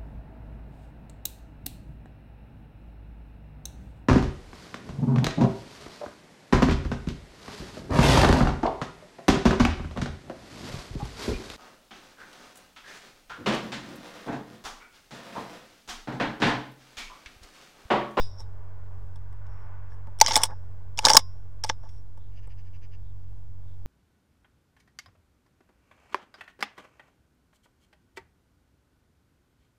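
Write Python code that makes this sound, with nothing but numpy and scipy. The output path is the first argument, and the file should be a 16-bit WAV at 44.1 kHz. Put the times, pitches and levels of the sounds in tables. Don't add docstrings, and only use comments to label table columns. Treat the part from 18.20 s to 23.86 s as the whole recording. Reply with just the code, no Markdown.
import sys
import numpy as np
from scipy import signal
from scipy.fft import rfft, irfft
from scipy.io import wavfile

SR = 44100
rng = np.random.default_rng(int(sys.argv[2]) if len(sys.argv) > 2 else 0)


def output_pcm(signal):
    pcm = np.clip(np.atleast_2d(signal).T, -1, 1) * 32767
    wavfile.write(sys.argv[1], SR, np.round(pcm).astype(np.int16))


N = 249606

# start in seconds, peaks of steel, stock and pins in dB, chatter time
# in ms, tilts of steel and stock in dB per octave. The tilts express where on the part the blow lands.
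IMPACTS = [(0.203, -38.5, -44.5, -56, 2, 23, -5), (0.957, -51, -52, -60, 4.6, -4, -10),
           (1.126, -57.5, -54, -63, 3.9, -7, -1), (1.2656, -59, -68, -70, 5, -5.0, -3.0),
           (1.718, -73, -51, -75, 4, -13, 16), (1.8725, -73.5, -38, -72, 13, -2, -11.5),
           (1.9877, -40.5, -47.0, -43, 3, 1.5, -3.5), (2.0009, -19.5, -37, -27, 2.4, -1, 5),
           (2.0123, 6, -3, -9.5, 3.32, 2.5, 2.5), (2.0474, -22, -31, -42, 0.63, 1.5, -5.5),
           (2.0625, -8.5, -32.5, -37, 0.9, -2.5, 14), (2.0712, -11.5, -34.5, -36.5, 0.97, -1.5, -4),
           (2.0805, -16.5, -21.5, -29, 4.4, -1, -1), (2.088, -24.5, -24, -35.5, 5.6, -10, -3.5),
           (2.1078, -17, -19, -48, 6.6, -9.5, 0.5), (2.1191, -13, -44, -40, 3.2, 11.5, 4),
           (2.1327, -20, -36.5, -35, 7.9, 1, -1.5), (2.156, -0.5, -21, -14.5, 2.9, 6.5, -2.5),
           (2.1631, -6, -11, -8, 2.05, -3, 0.5), (2.1735, -17, -15.5, -17, 2.8, -3.5, 2.5),
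           (2.199, -46, -23, -48, 8.6, -2.5, 0.5), (2.2338, -6.5, -18, -10, 4.9, -2, 6.5),
           (2.2532, -30, -33.5, -33, 3.0, 16, -1), (2.3058, -50.5, -36, -69, 4.4, -23, -13),
           (2.7742, -26, -41.5, -38, 2.7, 4, -9), (2.7815, -22.5, -32.5, -49.5, 0.65, 5, 1),
           (2.7891, -11.5, -22, -23.5, 2.3, -3.5, 5), (2.8246, -38, -38, -48.5, 1.1, 5, -3),
           (2.8336, -38.5, -33.5, -55, 4.3, -8, -5), (2.8429, -23, -17, -41.5, 6.2, -0.5, -1),
           (2.851, -0.5, -12.5, -13, 2.37, 6, -5), (2.8576, -6, -18.5, -16, 2.2, 12.5, 2.0),
           (2.8671, -8.5, -9, -22, 1.9, 6, 0.5), (2.8845, -6, -22.5, -21.5, 1.8, 0, 6.5),
           (2.895, -12, -20, -18, 3.1, 0.5, -4.5), (2.9, -3.5, -8.5, -16.5, 3.9, 6.5, 3.5),
           (2.914, -15, -20.5, -30.0, 1.6, 7, 0), (2.9335, -4, -20, -16, 1.7, 14.5, -2),
           (2.9467, -9, -9.5, -28, 2.4, 9.5, -1.5), (2.9531, -11, -15.5, -14.5, 0.8, 8.5, 1),
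           (2.9675, 10.5, 0, -6, 3.6, 10.5, -2), (3.4372, -17.5, -27.5, -30.0, 3.1, 2, 11),
           (3.4439, -23, -24.5, -32, 3.4, -1, -1.5), (3.4923, -19, -31, -43, 0.92, -1, -11.5),
           (3.496, -12.0, -16, -39, 3.14, -6, 3.5), (3.6346, -74, -43.5, -76, 5.5, 4.0, -7.5),
           (3.6894, -53, -76, -69, 8.1, -5, -7.0), (3.9738, -59, -49, -63, 5.2, -8, -7),
           (4.2729, -60, -47, -59, 3.7, -10, -11)]
# frequency in Hz, relative level in dB, t60 in seconds.
STEEL_MODES = [(2130, -12, 0.0072), (2956, -16, 0.0098), (3400, -9, 0.007), (3730, -10, 0.0058),
               (4150, -13, 0.0049), (4780, -11.5, 0.0091), (5050, -5, 0.0052), (5542, -3.5, 0.0084),
               (6220, -9, 0.0077), (6340, -7.5, 0.0055), (6880, -8, 0.0034)]
# frequency in Hz, relative level in dB, t60 in seconds.
STOCK_MODES = [(145, -20, 0.026), (242, -21, 0.04), (531, -11.5, .04), (636, -9.5, .02), (878, -1.5, 0.04),
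               (1020, -7, 0.022), (1094, -5.5, 0.022), (1686, -7, 0.012)]
# frequency in Hz, relative level in dB, t60 in seconds.
PIN_MODES = [(7670, -4, 0.011), (8530, -2, 0.009), (9430, -2.5, 0.0039), (10800, -4.5, 0.0048),
             (11700, -7.5, 0.0011), (13100, -11.5, .005), (14895, -13.5, .005)]
# frequency in Hz, relative level in dB, t60 in seconds.
BARREL_MODES = [(1058, -13, .4), (1765, -18, .12), (2290, -17, .15), (2562, -21, .11), (2920, -16, .12),
                (3316, -12, .12), (3456, -9, .1), (3615, -10, .14), (3781, -7, .15), (3909, -10, .09),
                (4340, -12, .12), (4793, -8, .08), (5023, -6, .3), (5060, -5, .1), (5193, -8, .1),
                (5360, -8, .14), (5426, -3, .1), (5490, -18, .55), (5510, -3, .1), (5704, -9, .1),
                (6355, -22, .25), (6605, -25, .1), (7290, -24, .15), (7845, -24, .25), (8600, -26, .18),
                (9550, -30, .25), (10400, -36, .25)]
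# start and length in seconds, levels of steel, stock and pins in dB.
RUBS_AND_HISS = [(0.195, 0.025, -71, -63, -70), (1.7, 0.05, -75, -67, -85), (2.04, 0.02, -46, -42, -58),
                 (2.07, 0.08, -37.5, -42, -48.5), (2.14, 0.032, -42.5, -37.5, -43),
                 (2.19, 0.028, -43.5, -42, -57.5), (2.22, 0.039, -43.5, -44.5, -46),
                 (2.29, 0.045, -71, -48, -86), (2.81, 0.03, -57.5, -55.5, -64.5),
                 (2.855, 0.06, -34.5, -27.5, -43), (2.925, 0.035, -43.5, -31.5, -48),
                 (2.975, 0.018, -42.5, -40, -43.5), (3.465, 0.025, -52, -53.5, -58),
                 (3.64, 0.04, -71.5, -59.5, -95), (3.69, 0.09, -75, -78, -80)]
# level offset in dB, t60 in seconds.
RATTLE_DECAYS = [(-34, 0.089), (-23.5, 0.078), (-30, .055)]
# start in seconds, length in seconds, level in dB.
STEEL_TOUCHES = [(0.1, 0.055, -63), (0.195, 0.012, -51.5), (1.31, 0.14, -78), (3.61, 0.039, -76),
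                 (3.66, 0.14, -77)]
# time in seconds, level in dB.
DRONE_LEVELS = [(0, -44.5), (3.6, -45.5), (3.9, -50), (4.1, -47.5), (5.66, -46)]
# multiple of the firing rate, relative level in dB.
ENGINE_ORDERS = [(.5, -3), (1, 1.5), (1.5, -20)]
# time in seconds, level in dB, gain of the added treble in dB.
TRAFFIC_COURSE = [(0, -61.5, -40), (.4, -61, -11), (.8, -58.5, -12), (1.1, -61, -2.5), (1.45, -59.5, 5),
                  (1.9, -62, -2.5), (2.6, -63.5, -9), (3.6, -66, -12), (3.85, -70, -13), (5.66, -71, -23)]
# frequency in Hz, relative spectral density in dB.
TYRE_SPECTRUM = [(180, -46.5), (300, -26), (406, 4), (533, -4), (587, 2.5), (722, -4), (770, -1),
                 (1140, -3), (1320, -12), (1460, -5.5), (1630, -11.5), (2350, -22.5), (4000, -41.5),
                 (5200, -60.5), (8800, -120)]
# start in seconds, level in dB.
MAGPIE_NOTES = [(4.105, -71), (4.15, -63.5), (4.213, -66), (4.286, -64.5), (4.366, -66), (4.441, -65.5),
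                (4.524, -64), (4.611, -61), (4.71, -62.5)]
# frequency in Hz, nominal bandwidth in Hz, relative level in dB.
MAGPIE_FORMANTS = [(1847, 150, 2.5), (2424, 610, 5), (2768, 490, 5), (4940, 770, 1), (5970, 580, -5)]
# start in seconds, level in dB, length in seconds.
BIRD_CHIRPS = [(3.958, -77, .17), (4.82, -77.5, .13), (5.415, -77.5, .18)]
# frequency in Hz, relative spectral density in dB.
AIR_SPECTRUM = [(12, -30.5), (20, -8.5), (34, -15), (55, -15.5), (106, -20), (140, -36.5), (180, -37),
                (416, -41.5), (505, -49), (811, -48), (1380, -57.5), (4000, -63), (8400, -66.5),
                (11500, -71), (15300, -70), (16200, -89)]


def rifle():
    starts, steel_db, stock_db, pins_db, _, steel_tilt, stock_tilt = np.transpose(IMPACTS)
    rattles = [rattle(starts, db, *decay)
               for db, decay in zip((steel_db, stock_db, pins_db), RATTLE_DECAYS)]
    steel_rub, stock_rub, pins_rub = swells(RUBS_AND_HISS, rise_s=0.004, fade_s=0.0065) + rattles
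    touch, = swells(STEEL_TOUCHES, rise_s=0.018, fade_s=0.012)
    steel = struck_part(STEEL_MODES, [1800, 7500], steel_db, steel_rub, steel_tilt,
                        spread_db=3.5, rise_ms=0.27, impulse_db=12)
    pins = struck_part(PIN_MODES, [7000, 16500], pins_db, pins_rub, np.zeros(len(starts)),
                       spread_db=1.5, rise_ms=0.22, impulse_db=6)
    stock = struck_part(STOCK_MODES, [90, 2200], stock_db, stock_rub, stock_tilt,
                        spread_db=4, rise_ms=1.5, impulse_db=12.5)
    return steel + pins + stock + barrel(starts, steel_db, steel_rub, touch) + sliding_touch(touch)


def struck_part(modes, band_hz, peak_db, rub_gain, tilt_db, spread_db, rise_ms, impulse_db):
    impacts, t = np.array(IMPACTS), np.arange(SR // 12) / SR
    chatter_s = np.clip(impacts[:, 4:5], 0.2, 9) / 1000
    envelope = np.exp(-(t / chatter_s) ** 1.2) * (1 - np.exp(-1000 * t / rise_ms))
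    force = envelope * rng.standard_normal((len(impacts), len(t)))
    force[:, round(rise_ms * SR / 1000)] += amp(impulse_db)
    octaves = np.log2(np.minimum(np.array(modes)[:, 0], 5000) / band_hz[0])
    scatter_db = spread_db * rng.standard_normal((len(impacts), len(modes)))
    strengths = amp(scatter_db + np.outer(tilt_db, octaves))
    radiation = signal.butter(2, band_hz, "band", fs=SR, output="sos")
    blows = signal.sosfilt(radiation, body(force, modes, strengths))
    blows *= amp(peak_db)[:, None] / np.abs(blows).max(axis=1, keepdims=True)
    positions = (impacts[:, :1] * SR).astype(int) + np.arange(len(t))
    clacks = np.bincount(positions.ravel(), blows.ravel(), N)[:N]
    friction = amp(2.2 * drift(120)) * grit(4000, uneven_db=3)
    return clacks + rub_gain * rms_one(signal.sosfilt(radiation, body(friction, modes)))


def barrel(starts, steel_db, steel_rub, touch):
    force = impulses(starts, steel_db - 52)
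    buzz = amp(-69 - 60 * np.arange(N) / SR / 0.21)
    force += (amp(-42) * steel_rub + amp(-36.5) * touch + buzz) * grit(3000, uneven_db=4)
    force[0] += amp(-42.5)
    return body(force, BARREL_MODES)


def sliding_touch(gain):
    modes = STEEL_MODES[5:8]
    friction = grit(2500, uneven_db=4.5)
    return gain * rms_one(body(body(friction, modes), modes))


def rattle(starts, blow_db, offset_db, t60):
    kicks = impulses(starts, 0.75 * blow_db + offset_db)
    return signal.lfilter([1], [1, -amp(-60 / (t60 * SR))], kicks + 1e-18)


def swells(rows, rise_s, fade_s):
    t, gains = np.arange(N) / SR, 0
    for start, length, *db in rows:
        before, after = np.maximum(start - t, 0), np.maximum(t - start - length, 0)
        gains = gains + np.outer(amp(db), np.exp(-(before / rise_s) ** 2 - after / fade_s))
    return gains


def engine(firing_hz=93.2):
    level_db, = in_time(DRONE_LEVELS)
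    cycles = np.cumsum(firing_hz * (1 + 0.006 * drift(7.2))) / SR
    tones = [amp(db + waver_db * drift(20)) * np.sin(2 * np.pi * (order * cycles + rng.random()))
             for (order, db), waver_db in zip(ENGINE_ORDERS, (3, 0.8, 3))]
    return np.sqrt(2) * amp(level_db) * sum(tones)


def traffic():
    level_db, treble_db = in_time(TRAFFIC_COURSE)
    roar = coloured(TYRE_SPECTRUM)
    treble = signal.sosfilt(signal.butter(2, 900, "high", fs=SR, output="sos"), roar)
    return amp(level_db + drift(2.2)) * (roar + amp(treble_db) * treble)


def magpie(pulse_hz=330, note_s=0.06):
    notes = sum(amp(db) * arch(start, note_s) ** 1.1 for start, db in MAGPIE_NOTES)
    cycles = np.cumsum(pulse_hz * (1 + 0.22 * drift(67))) / SR
    pulses = np.diff(np.floor(cycles), prepend=0)
    rasp = rms_one(pulses) + 0.75 * grit(1100, uneven_db=2)
    voice = 0
    for hz, width, db in MAGPIE_FORMANTS:
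        formant = ring(ring(rasp, hz, 2.05 / width), hz, 2.1 / width)
        voice += amp(db + 2.6 * drift(35)) * rms_one(formant)
    return notes * rms_one(voice)


def far_birds(hz=3560, t60=0.0035):
    notes = sum(amp(db) * arch(start, length) for start, db, length in BIRD_CHIRPS)
    band = ring(ring(grit(900, uneven_db=-10), hz, t60), hz, t60)
    return notes * rms_one(band)


def open_air():
    return amp(-48 + 0.74 * drift(7.5)) * coloured(AIR_SPECTRUM)


def body(force, modes, strengths=None):
    motion = 0
    for k, (hz, db, t60) in enumerate(modes):
        strength = 1 if strengths is None else strengths[:, k:k + 1]
        motion += (-1) ** k * amp(db) * strength * ring(force, hz, t60)
    return motion


def ring(force, hz, t60):
    radius, angle = amp(-60 / (t60 * SR)), 2 * np.pi * hz / SR
    return signal.lfilter([0, np.sin(angle)], [1, -2 * radius * np.cos(angle), radius ** 2], force + 1e-18)


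def grit(per_s, uneven_db):
    sizes = amp(uneven_db * np.minimum(rng.exponential(1, N), 4)) * rng.choice([-1, 1], N)
    return rms_one(sizes * (rng.random(N) < per_s / SR))


def coloured(spectrum):
    hz, db = np.transpose(spectrum)
    bins_hz = np.arange(1, N // 2 + 2) * SR / N
    gain = amp(np.interp(np.log(bins_hz), np.log(hz), db))
    return rms_one(irfft(rfft(rng.standard_normal(N)) * gain, N))


def impulses(starts, db):
    return np.bincount((starts * SR).astype(int), amp(db), N)


def arch(start, length):
    return np.sin(np.pi * np.clip((np.arange(N) / SR - start) / length, 0, 1))


def drift(per_s):
    knots = rng.standard_normal(int(N / SR * per_s) + 2)
    return np.interp(np.arange(N) / SR * per_s, np.arange(len(knots)), knots)


def in_time(rows):
    times, *columns = np.transpose(rows)
    return [np.interp(np.arange(N) / SR, times, column) for column in columns]


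def amp(db):
    return 10 ** (np.asarray(db) / 20)


def rms_one(x):
    return x / np.sqrt(np.mean(x ** 2) + 1e-20)


def scene():
    return (open_air() + rifle() + engine() + magpie() + far_birds() + traffic())[None]


def record(dry):
    offset, jolt, settle_s, cutoff_hz = 0.031, -0.21, 0.071, 17300
    baseline = offset + jolt * np.exp(-np.arange(N) / SR / settle_s)
    lowpass = signal.cheby2(8, 40, cutoff_hz, fs=SR, output="sos")
    return signal.sosfilt(lowpass, np.clip(dry, -1, 1)) + baseline


dry = scene()
out = record(dry)
output_pcm(out)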